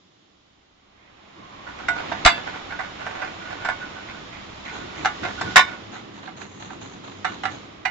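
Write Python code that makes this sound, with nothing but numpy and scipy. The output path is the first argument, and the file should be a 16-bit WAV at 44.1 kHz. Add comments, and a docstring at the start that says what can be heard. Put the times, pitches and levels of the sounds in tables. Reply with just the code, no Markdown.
"""A workshop, close to a wooden board where filled metal food cans are turned, slid and stacked.
Machine noise swells over the first two seconds and stays as a bed. Rims scrape in tiny slips that
set a lid singing; each clank is a short crack plus the ring of wall and lid. Two hard landings with
a deep thump under them rebound and overload the input. Hands shift their grip and fingers rub a label."""
import sys
import numpy as np
from scipy import signal
from scipy.fft import rfft, irfft, next_fast_len
from scipy.io import wavfile

SR = 44100
rng = np.random.default_rng(int(sys.argv[2]) if len(sys.argv) > 2 else 0)


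def digitize_waveform(pressure):
    """Quantize a signal to 16-bit integers and store it at the path in sys.argv[1].

    Rows of a 2-D input are taken as channels; values are limited to [-1, 1].
    """
    field = np.atleast_2d(pressure).T
    bounded = np.clip(field, -1, 1)
    quanta = np.round(bounded * 32767).astype(np.int16)
    wavfile.write(sys.argv[1], SR, quanta)


N = 348390
TIME = np.arange(N) / SR
RING_TIME = TIME[:SR // 2]

# Levels are relative, ahead of trims and filters. Pan is left minus right.
# fader rides of the machine bed: t/s, rumble/dB, whirr/dB, hiss/dB
MACHINE_FADERS = [(0.0, -64, -65.5, -65), (0.75, -67.5, -64.5, -67.5), (1.06, -63, -57.5, -65.5),
                  (2.11, -41.5, -37, -46), (2.73, -48, -42, -49.5), (3.69, -46, -41, -49),
                  (4.44, -47.5, -45, -51), (5.1, -46, -41, -47.5), (5.52, -44, -41.5, -42.5),
                  (5.76, -45, -45, -51.5), (6.45, -48.5, -52, -60), (7.52, -45, -47.5, -51),
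                  (7.9, -51.5, -50.5, -60.5)]
# tone of its three layers: f/Hz, level/dB
RUMBLE_EQ = [(44, -33), (75, -14.5), (97, 2), (129, -2), (165, -2), (204, 3), (241, -4), (269, 1.5),
             (318, 2), (420, -3.5), (600, -12), (780, -20.5), (1320, -120)]
WHIRR_EQ = [(240, -14.5), (400, -11), (599, -2.5), (768, -1), (858, -3.5), (1030, -2.5), (1170, -2),
            (1550, -7), (1770, -8), (1910, -6), (3600, -12.5), (4680, -25.5), (7920, -120)]
HISS_EQ = [(1760, -35), (3000, -2), (3600, -0.5), (4670, -8), (5400, -6.5), (5860, -12), (6980, -10.5),
           (7600, -24), (9880, -65), (16700, -120)]
# stereo tilt of the machines: f/Hz, pan/dB
MACHINE_PAN = [(100, 0), (300, -0.5), (800, -2), (2600, -6.5), (4400, 0.5), (7500, 4.5)]
# deep floor rumble: t/s, level/dB
FLOOR_FADER = [(0, -82), (.9, -67.5), (1.4, -67), (1.9, -50), (2.5, -58), (4.4, -54), (5.4, -51),
               (5.75, -58), (6.1, -65), (7.9, -57)]
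# its tone: f/Hz, level/dB
FLOOR_EQ = [(10, -23), (22, -6.5), (45, -7), (70, 1.5), (110, -16.5), (300, -67), (1000, -120)]

# a rim rasps lightly along the next can: t/s, length/s, level/dB
RASP_CUES = [(.96, 0.13, -63), (4.07, 0.03, -45.5), (4.32, .08, -45), (4.645, 0.041, -38), (4.95, .06, -41)]
# a can turns in the hands: t/s, length/s, level/dB
TURN_CUES = [(1.34, 0.46, -50.5)]
# rims slide on each other: t/s, length/s, scrape/dB, singing lid/dB
SCRAPE_CUES = [(1.66, 0.024, -37.5, -42), (1.77, 0.039, -40.5, -45), (1.95, 0.054, -33.5, -44),
               (2.33, 0.044, -35.5, -45), (2.455, 0.021, -31.5, -44), (2.525, 0.028, -35, -37.5),
               (2.69, 0.043, -38.5, -44), (2.81, 0.041, -37, -55), (2.985, .04, -35, -44),
               (3.035, 0.17, -37, -49), (3.2, 0.077, -34, -46), (3.39, 0.11, -43, -44.5),
               (3.495, 0.029, -32.5, -50), (3.585, 0.13, -39, -42.5), (3.8, .04, -39.5, -38),
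               (3.95, 0.02, -43, -39), (4.07, 0.1, -46.5, -49.5), (4.66, 0.17, -50, -46),
               (4.88, 0.15, -51, -53), (5.215, 0.07, -32, -52), (5.37, 0.054, -41, -36.5),
               (5.43, 0.083, -38, -41.5), (5.66, 0.067, -39.5, -48)]
# dense, quickly damped modes, the crack of a contact: f/Hz, level/dB
CRACK_EQ = [(100, -42.5), (300, -14), (520, -16.5), (730, 4), (1500, -3.5), (2200, -1.5), (3100, -10.5),
            (4300, -12.5), (6000, -16.5), (8000, -24)]
# modes of wall and seams, by can: f/Hz, level/dB, t60/s
WALL_MODES = { "stacked": [(677, 7, 0.055), (753, -3.5, 0.12), (898, 1.5, 0.072), (1075, -10, 0.28),
              (1170, -4, 0.095), (1407, 5.5, 0.036), (1554, 2.5, 0.061), (1741, -3.5, 0.14),
              (1980, 1, 0.052), (2170, -9, 0.057), (2354, -6, 0.058), (2670, -11.5, 0.1),
              (3580, -10, 0.087)], "passed": [(291, -7.5, 0.1), (688.2, -0.5, 0.15), (727, 1, 0.092),
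              (1059, -11.5, 0.17), (1219, -7, 0.084), (1403, -2, 0.12), (1556, -5, 0.12), (1710, -10, 0.26),
              (2010, 2.5, 0.047), (2047, -5, 0.13), (2110, -4, 0.14), (2473, 1.5, 0.052),
              (2692, -11.5, 0.29), (2910, -4, 0.058), (3470, -13.5, 0.39), (3546, -14, 0.2),
              (3810, -8.5, 0.11), (3930, -6, 0.081), (4610, -18, 0.22), (4850, -20, 0.18)],
              "landed": [(742, 0.5, 0.054), (786, -8, 0.084), (910, -13, .08), (1068.6, 2, 0.11),
              (1135, -4, 0.14), (1460, 1.5, 0.12), (1770, -3, 0.1), (1953, 10, 0.027), (2120, 4, 0.078),
              (2250, -10, 0.33), (2390, -2.5, 0.094), (2720, -3.5, 0.048), (2930, -2.5, 0.11),
              (3627, -3.5, 0.17), (3990, -9.5, 0.14), (5120, -10.5, 0.14), (5700, -34, .06)],
              "loose": [(757, -1.5, 0.085), (850.3, -4.5, 0.065), (892.9, -1, 0.028), (1173.1, -13.5, 0.17),
              (1270, -10.5, 0.073), (1349, -6, 0.064), (1506, 5, 0.021), (1630, -0.5, 0.03),
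              (1771.6, -12, 0.091), (1985, -11.5, 0.16), (2120, -14, 0.11), (2344, -19, 0.11),
              (2886, -15.5, 0.15), (3650, -14, 0.1), (3950, -12.5, 0.05)]}
# the hands shift their grip: t/s, length/s, level/dB
GRIP_CUES = [(1.35, 0.06, -47), (2.1, 0.067, -42), (4.7, 0.2, -42), (4.96, 0.093, -37.5),
             (5.18, 0.091, -35.5), (5.39, 0.097, -33.5), (5.58, 0.031, -44), (6.38, .05, -39.5),
             (6.6, .28, -46), (7.24, 0.08, -43.5), (7.45, 0.11, -41)]

# can meets can or board: t/s, can, level/dB, lead of the tilted edge/s (0 if flat), chatter/s,
# lid ring/dB, f of the struck spot/Hz, treble/dB, pan/dB
KNOCK_CUES = [(1.8862, "stacked", -18.5, 0.0029, .004, 5.5, 2190, -1.5, -4),
              (2.12, "stacked", -25.5, 0.004, 0.0066, -9.5, 1500, -24, -8.5),
              (2.2594, "passed", -7, .0105, 0.0075, -13, 1150, 3.5, -3.5),
              (2.721, "stacked", -31.5, .014, 0.0066, -1, 1907, -21, -7),
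              (2.793, "stacked", -28, 0.004, 0.015, -6, 1190, -26, -6.5),
              (3.064, "stacked", -28.5, 0, 0.0051, -21, 1500, -31, -5.5),
              (3.223, "stacked", -29, 0.0037, 0.0036, -20, 1450, -20, -4),
              (3.651, "stacked", -25, .004, 0.008, -5, 1599, 0, -5.5),
              (3.687, "stacked", -22.5, 0.00087, .009, -4, 1950, -8, -5.5),
              (5.0565, "loose", -16.5, .0095, 0.0018, -13, 1499, -3, -2.5),
              (5.249, "passed", -25, 0.013, .003, -13.5, 1700, -6, -5),
              (5.4104, "stacked", -23, 0, 0.0066, -15, 1100, 10, -4.5),
              (5.5644, "landed", -3.5, .0066, 0.0039, -21, 1461, 0.5, -4),
              (5.954, "loose", -38.5, .019, .006, -8.5, 1500, -12, -8),
              (6.276, "loose", -39.5, 0.0014, .005, -23, 1450, -16, -11),
              (6.416, "loose", -42.5, 0, 0.0048, -22, 1619, 8, -16),
              (6.705, "loose", -40.5, 0.0038, 0.0028, -19, 1300, -16, -12),
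              (7.25, "loose", -21.5, .005, 0.0026, -14, 1290, -4.5, -7.5),
              (7.4532, "loose", -22.5, 0.019, 0.0042, -18, 1220, -4, -8.5),
              (7.855, "loose", -21, .004, 0.0044, -16, 1970, -2, -8)]
# the two microphone ports colour a close crack differently: f/Hz, pan/dB
CRACK_PAN = [(200, 9), (600, 2), (1200, 5), (2500, 0.5), (5000, 5), (7500, 18)]
# modes of a free lid: f/Hz, level/dB, t60/s
LID_MODES = [(688.5, -7.5, 0.18), (924, -20, 0.76), (1466, 1.5, 0.21), (1626, -9.5, .2), (1984, -3.5, 0.18),
             (2200, -7, 0.36), (2720, -22, 0.32), (3780, -27, 0.33)]
# deep thumps under the hard landings: t/s, level/dB
THUMP_CUES = [(2.255, -11.5), (5.565, -30)]

# fingers rub round a can: t/s, length/s, rustle/dB, hiss/dB
STROKE_CUES = [(4.07, .05, -51, -72), (4.32, 0.12, -51, -71), (4.64, 0.066, -46, -60.5),
               (4.72, 0.054, -42.5, -54.5), (4.95, 0.096, -45, -54), (5.91, 0.05, -44.5, -56),
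               (6.13, 0.061, -48, -61), (6.22, 0.052, -45.5, -66), (6.36, 0.075, -45, -52.5),
               (6.48, 0.14, -55, -58), (6.59, .07, -44.5, -54), (6.68, 0.055, -47.5, -60),
               (6.8, 0.06, -45.5, -53), (6.9, 0.039, -50, -58), (7.03, 0.058, -45.5, -58),
               (7.12, 0.052, -61, -62), (7.26, 0.075, -41.5, -57), (7.49, 0.061, -44, -55)]
# tone of the rustle and of the skin's hiss: f/Hz, level/dB
RUSTLE_EQ = [(100, -34), (350, -3.5), (900, 9.5), (2000, 0), (3000, -1.5), (4100, 0), (5000, -17.5),
             (7500, -29), (9000, -51)]
SKIN_EQ = [(1500, -52), (3500, -13), (5400, -11), (6200, 8.5), (6700, 10.5), (7500, -1.5), (9000, -53)]

# how alike noise is at the two ports: f/Hz, likeness (clipped to 0..1 in use)
PORT_LIKENESS = [(60, 13.7), (200, 1), (500, 0.23), (1500, -0.04), (7000, -0.54)]
# reverb tail of the workshop: f/Hz, t60/s
ROOM_DECAY = [(200, 0.31), (1000, 0.41), (2500, 0.34), (7000, 0.23)]

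PORT_LAG_S, CRACK_T60_S = 0.000589, 0.013


def from_db(db):
    """Decibels to gain."""
    return 10 ** (np.asarray(db) / 20)


def rms_one(x):
    """Scale to rms 1."""
    return x / np.sqrt(np.mean(x ** 2) + 1e-20)


def attack_one(x):
    """Scale to rms 1 over the first 15 ms."""
    return x / np.sqrt(np.mean(x[:, :int(.015 * SR)] ** 2))


def decay(t, t60):
    """Exponential fade, 60 dB down at t60."""
    return np.exp(-np.log(1000) * t / t60)


def faders(rows):
    """Each level column of a fader ride at every sample."""
    times, *columns = np.transpose(rows)
    return [np.interp(TIME, times, column) for column in columns]


def at_hz(points, hz):
    """Read a curve on a log-frequency axis."""
    f, value = np.transpose(points)
    return np.interp(np.log(hz + 1), np.log(f), value)


def pan(pan_db):
    """Left and right gains for a level difference."""
    return from_db(np.array([[.5], [-.5]]) * pan_db)


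def butter(x, hz, kind, order=2):
    """Butterworth filter."""
    return signal.sosfilt(signal.butter(order, hz, kind, fs=SR, output="sos"), x)


def resonance(x, hz, width_hz):
    """One resonance, gain 1 at its peak."""
    return signal.lfilter(*signal.iirpeak(hz, hz / width_hz, fs=SR), x)


def from_right(x, lag_s):
    """A sound from the right reaches the left port a little later."""
    return np.array([np.interp(TIME - lag_s, TIME, x), x])


def noise(eq, size=N, lag_s=0, pan_curve=None):
    """Coloured stereo noise, wider towards the treble; rms 1."""
    length = next_fast_len(size, True)
    hz = np.arange(length // 2 + 1) * SR / length
    mid, side = rfft(rng.standard_normal((2, length)))
    alike = np.clip(at_hz(PORT_LIKENESS, hz), 0, 1)
    pair = np.sqrt(1 + alike) * mid + np.sqrt(1 - alike) * side * [[1], [-1]]
    pair[0] *= np.exp(-2j * np.pi * hz * lag_s)
    if pan_curve:
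        pair *= pan(at_hz(pan_curve, hz))
    return rms_one(irfft(pair * from_db(at_hz(eq, hz)), length)[:, :size])


def envelopes(cues, attack_s, release_t60_s):
    """Each move swells, holds and dies away; one gain curve per level column."""
    t = TIME[:SR]
    power = np.zeros((len(cues[0]) - 2, N + SR))
    for s, length_s, *levels_db in cues:
        shape = np.minimum(t / attack_s, 1) * decay(np.maximum(t - length_s, 0), release_t60_s)
        start = int(s * SR)
        power[:, start:start + SR] += np.outer(from_db(levels_db), shape) ** 2
    return np.sqrt(power[:, :N])


def grains(energy, t60_s):
    """A gain curve that jumps at each spike of energy and dies away."""
    return np.sqrt(signal.lfilter([1], [1, -decay(1 / SR, t60_s) ** 2], energy))


def machines(trims_db=(3, 2.5, 2)):
    """The bed: rumble, whirr and air hiss arrive from the right, over a deep floor rumble."""
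    layers = zip((RUMBLE_EQ, WHIRR_EQ, HISS_EQ), faders(MACHINE_FADERS), trims_db)
    bed = sum(from_db(level_db + trim_db) * noise(eq, lag_s=PORT_LAG_S, pan_curve=MACHINE_PAN)
              for eq, level_db, trim_db in layers)
    return bed + from_db(faders(FLOOR_FADER)[0]) * noise(FLOOR_EQ)


def metal_ring(modes, spread_db, detune, port_rad_per_khz=0.22, flex=0, relax_s=0.0125):
    """Metal struck at a new spot: each mode takes a new strength, pitch and phase between the ports."""
    hz, level_db, t60 = np.transpose(modes)[:, :, None]
    strength, pitch, pull, skew = rng.standard_normal((4, len(modes), 1))
    # a flexed sheet starts off pitch and glides back as it relaxes
    glide = flex * pull * relax_s * (1 - np.exp(-RING_TIME / relax_s))
    phase = 2 * np.pi * hz * ((1 + detune * pitch) * RING_TIME + glide)
    swing = from_db(level_db + spread_db * strength) * rng.choice([-1, 1], hz.shape)
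    envelope = swing * decay(RING_TIME, t60)
    port_phase = port_rad_per_khz * skew * hz / 1000
    return np.array([(envelope * np.sin(phase + way * port_phase)).sum(0) for way in (1, -1)])


def sliding(slips_per_s=420, slip_spread_db=2.5, lid_hz=1474, turn_hz=1053, lag_s=0.00068):
    """Tiny slips excite the metal: a light rasp, a turning can's soft tone, scrapes, a singing lid."""
    scraping, singing = envelopes(SCRAPE_CUES, attack_s=.018, release_t60_s=.22)
    rasping, = envelopes(RASP_CUES, attack_s=.018, release_t60_s=.22)
    turning, = envelopes(TURN_CUES, attack_s=.1, release_t60_s=.25)
    slips = (rng.random(N) < slips_per_s / SR) * rng.choice([-1, 1], N)
    slips = slips * from_db(slip_spread_db * np.minimum(rng.exponential(1, N), 4))
    grit = noise(CRACK_EQ, lag_s=PORT_LAG_S) * grains(slips ** 2, CRACK_T60_S)
    wall_ring = metal_ring(WALL_MODES["stacked"], spread_db=0, detune=0.0034)[0]
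    wall = from_right(signal.fftconvolve(wall_ring, slips)[:N], lag_s)
    scrape = butter(rms_one(grit) + from_db(-1) * rms_one(wall), 3300, "low", order=1)
    rasp = resonance(grit, hz=2190, width_hz=700)
    lid = resonance(resonance(slips, lid_hz, width_hz=27), lid_hz, width_hz=270)
    turn = resonance(resonance(slips, turn_hz, width_hz=105), turn_hz, width_hz=210)
    tones = from_right(singing * rms_one(lid) + turning * rms_one(turn), lag_s)
    return pan(-5) * (scraping * rms_one(scrape) + rasping * rms_one(rasp) + tones)


def handling():
    """Each shift of the grip rumbles softly, close to the microphone."""
    return envelopes(GRIP_CUES, attack_s=0.05, release_t60_s=.3) * noise(RUMBLE_EQ, lag_s=PORT_LAG_S)


def contacts(s, level_db, lead_s, chatter_s, lid_db, treble_db, rebound_above_db=-11):
    """The touches of one knock: the blow, a tilted edge just ahead of it, rebounds if it is hard."""
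    touches = [(s, level_db, chatter_s, lid_db, treble_db)]
    if lead_s > 0:  # the edge is softer and brighter, with less lid
        touches.append((s - lead_s, level_db - 4.5, .006, lid_db - 7, treble_db + 6))
    while level_db > rebound_above_db:  # the can jumps and lands again, weaker
        s, level_db = s + .013, level_db - 6
        touches.append((s, level_db, chatter_s, lid_db, treble_db))
    return touches


def chatter(length_s, touches_per_s=700, bounce_db=-5):
    """A rim touches down once, then buzzes in ever weaker micro-contacts."""
    touching = rng.random(len(RING_TIME)) < touches_per_s / SR
    strength = rng.standard_normal(len(RING_TIME)) * from_db(bounce_db)
    clicks = touching * strength * np.exp(-RING_TIME / length_s)
    clicks[0] = 1
    return clicks


def can_body(can, chatter_s, level_db, bite_s=0.0011, rattle_db=5):
    """A rim bites and buzzes: a crack follows each micro-contact while the wall's ring builds up."""
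    force = from_db(level_db)
    crack = noise(CRACK_EQ, size=len(RING_TIME), pan_curve=CRACK_PAN)
    crack *= decay(RING_TIME, CRACK_T60_S * (1 + 2 * force))
    crack = signal.fftconvolve(crack, chatter(chatter_s)[None], axes=1)[:, :len(RING_TIME)]
    # a hard blow flexes the wall off pitch and rattles the contents, heard as more crack
    wall = metal_ring(WALL_MODES[can], spread_db=1.5, detune=0.0039, flex=0.1106 * force)
    crack = from_db(1.5 + rattle_db * force) * attack_one(crack)
    bite = 1 - np.exp(-RING_TIME / (bite_s + 0.22 * chatter_s))
    return attack_one(bite * (crack + attack_one(wall)))


def knocks(spot_db=-2, spot_width_hz=700, treble_hz=3130):
    """Clanks: the struck spot favours one band, a shelf sets the brightness, a free lid rings on."""
    out = np.zeros((2, N + SR))
    for blow_s, can, blow_db, lead_s, buzz_s, ring_db, spot_hz, bright_db, pan_db in KNOCK_CUES:
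        touches = contacts(blow_s, blow_db, lead_s, buzz_s, ring_db, bright_db)
        for s, level_db, chatter_s, lid_db, treble_db in touches:
            hit = can_body(can, chatter_s, level_db)
            hit += from_db(spot_db) * resonance(hit, spot_hz, spot_width_hz)
            hit += (from_db(treble_db) - 1) * butter(hit, treble_hz, "high", order=1)
            lid = metal_ring(LID_MODES, spread_db=1, detune=0.0013, port_rad_per_khz=0.5)
            hit = attack_one(hit) + from_db(lid_db) * attack_one(lid)
            start = int(s * SR)
            out[:, start:start + len(RING_TIME)] += from_db(level_db) * pan(pan_db) * attack_one(hit)
    return out[:, :N]


def low_thumps(hz=33.2, t60_s=0.077):
    """Low-end weight: a brief, deep thump under each hard landing."""
    out = np.zeros(N)
    for s, level_db in THUMP_CUES:
        t = np.maximum(TIME - s, 0)
        out += from_db(level_db) * np.cos(2 * np.pi * hz * t) * decay(t, t60_s) * (t > 0)
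    return butter(out, 270, "low")


def fingers(flutter_hz=89, flutter_db=2, catches_per_s=110, catch_db=-3, rustle_db=3.5, hiss_db=1.5):
    """Skin sticks, slips and catches on the label, so each stroke's rustle and hiss flutter."""
    rustling, hissing = envelopes(STROKE_CUES, attack_s=0.016, release_t60_s=0.37)
    stick_slip = rms_one(butter(rng.standard_normal(N), flutter_hz, "low"))
    flutter = rms_one(from_db(flutter_db * stick_slip))
    snags = (rng.random(N) < catches_per_s / SR) * rng.exponential(1, N)
    catches = rms_one(grains(snags + 1e-18, t60_s=.03))
    drag = rms_one(np.hypot(flutter, from_db(catch_db) * catches))
    rustle = from_db(rustle_db) * rustling * drag * noise(RUSTLE_EQ, lag_s=PORT_LAG_S)
    hiss = from_db(hiss_db) * hissing * flutter * noise(SKIN_EQ)
    return pan(-3) * rustle + pan(3) * hiss


def workshop_reverb(x, early_db=-6, early_t60_s=0.13, side_db=-4.5, tail_db=-21.5):
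    """Quick reflections off board and cans, then a room tail whose treble dies first."""
    t, edges_hz = TIME[:SR], np.geomspace(100, 9000, 8)
    white, (mid, side) = rng.standard_normal((2, 2, SR))
    tail = sum(butter(white, [lo, hi], "band") * decay(t, at_hz(ROOM_DECAY, np.sqrt(lo * hi)))
               for lo, hi in zip(edges_hz, edges_hz[1:]))
    early = mid + from_db(side_db) * side * [[1], [-1]]
    early = butter(early, edges_hz[-1], "low") * decay(t, early_t60_s)
    onset = np.clip(t / 0.0059 - .3, 0, 1)
    echoes = from_db(early_db) * rms_one(early * onset) + from_db(tail_db) * rms_one(tail * onset)
    return signal.fftconvolve(x, echoes / np.sqrt(2 * SR), axes=1)[:, :N]


def scene():
    """Cans and hands in front of the machine bed; only the cans feed the reverb."""
    cans = knocks() + sliding()
    return cans + workshop_reverb(cans) + low_thumps() + fingers() + handling() + machines()


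def record(dry, band_hz=7800, ceiling=0.88, cutoff_hz=17000):
    """A narrow-band input; the hardest blows overload it and spill into the treble."""
    narrow = signal.sosfilt(signal.ellip(12, .3, 80, band_hz, fs=SR, output="sos"), dry)
    clipped = narrow / (1 + (narrow / ceiling) ** 16) ** (1 / 16)
    return signal.sosfilt(signal.cheby2(12, 70, cutoff_hz, fs=SR, output="sos"), clipped)


dry = scene()
out = record(dry)
digitize_waveform(out)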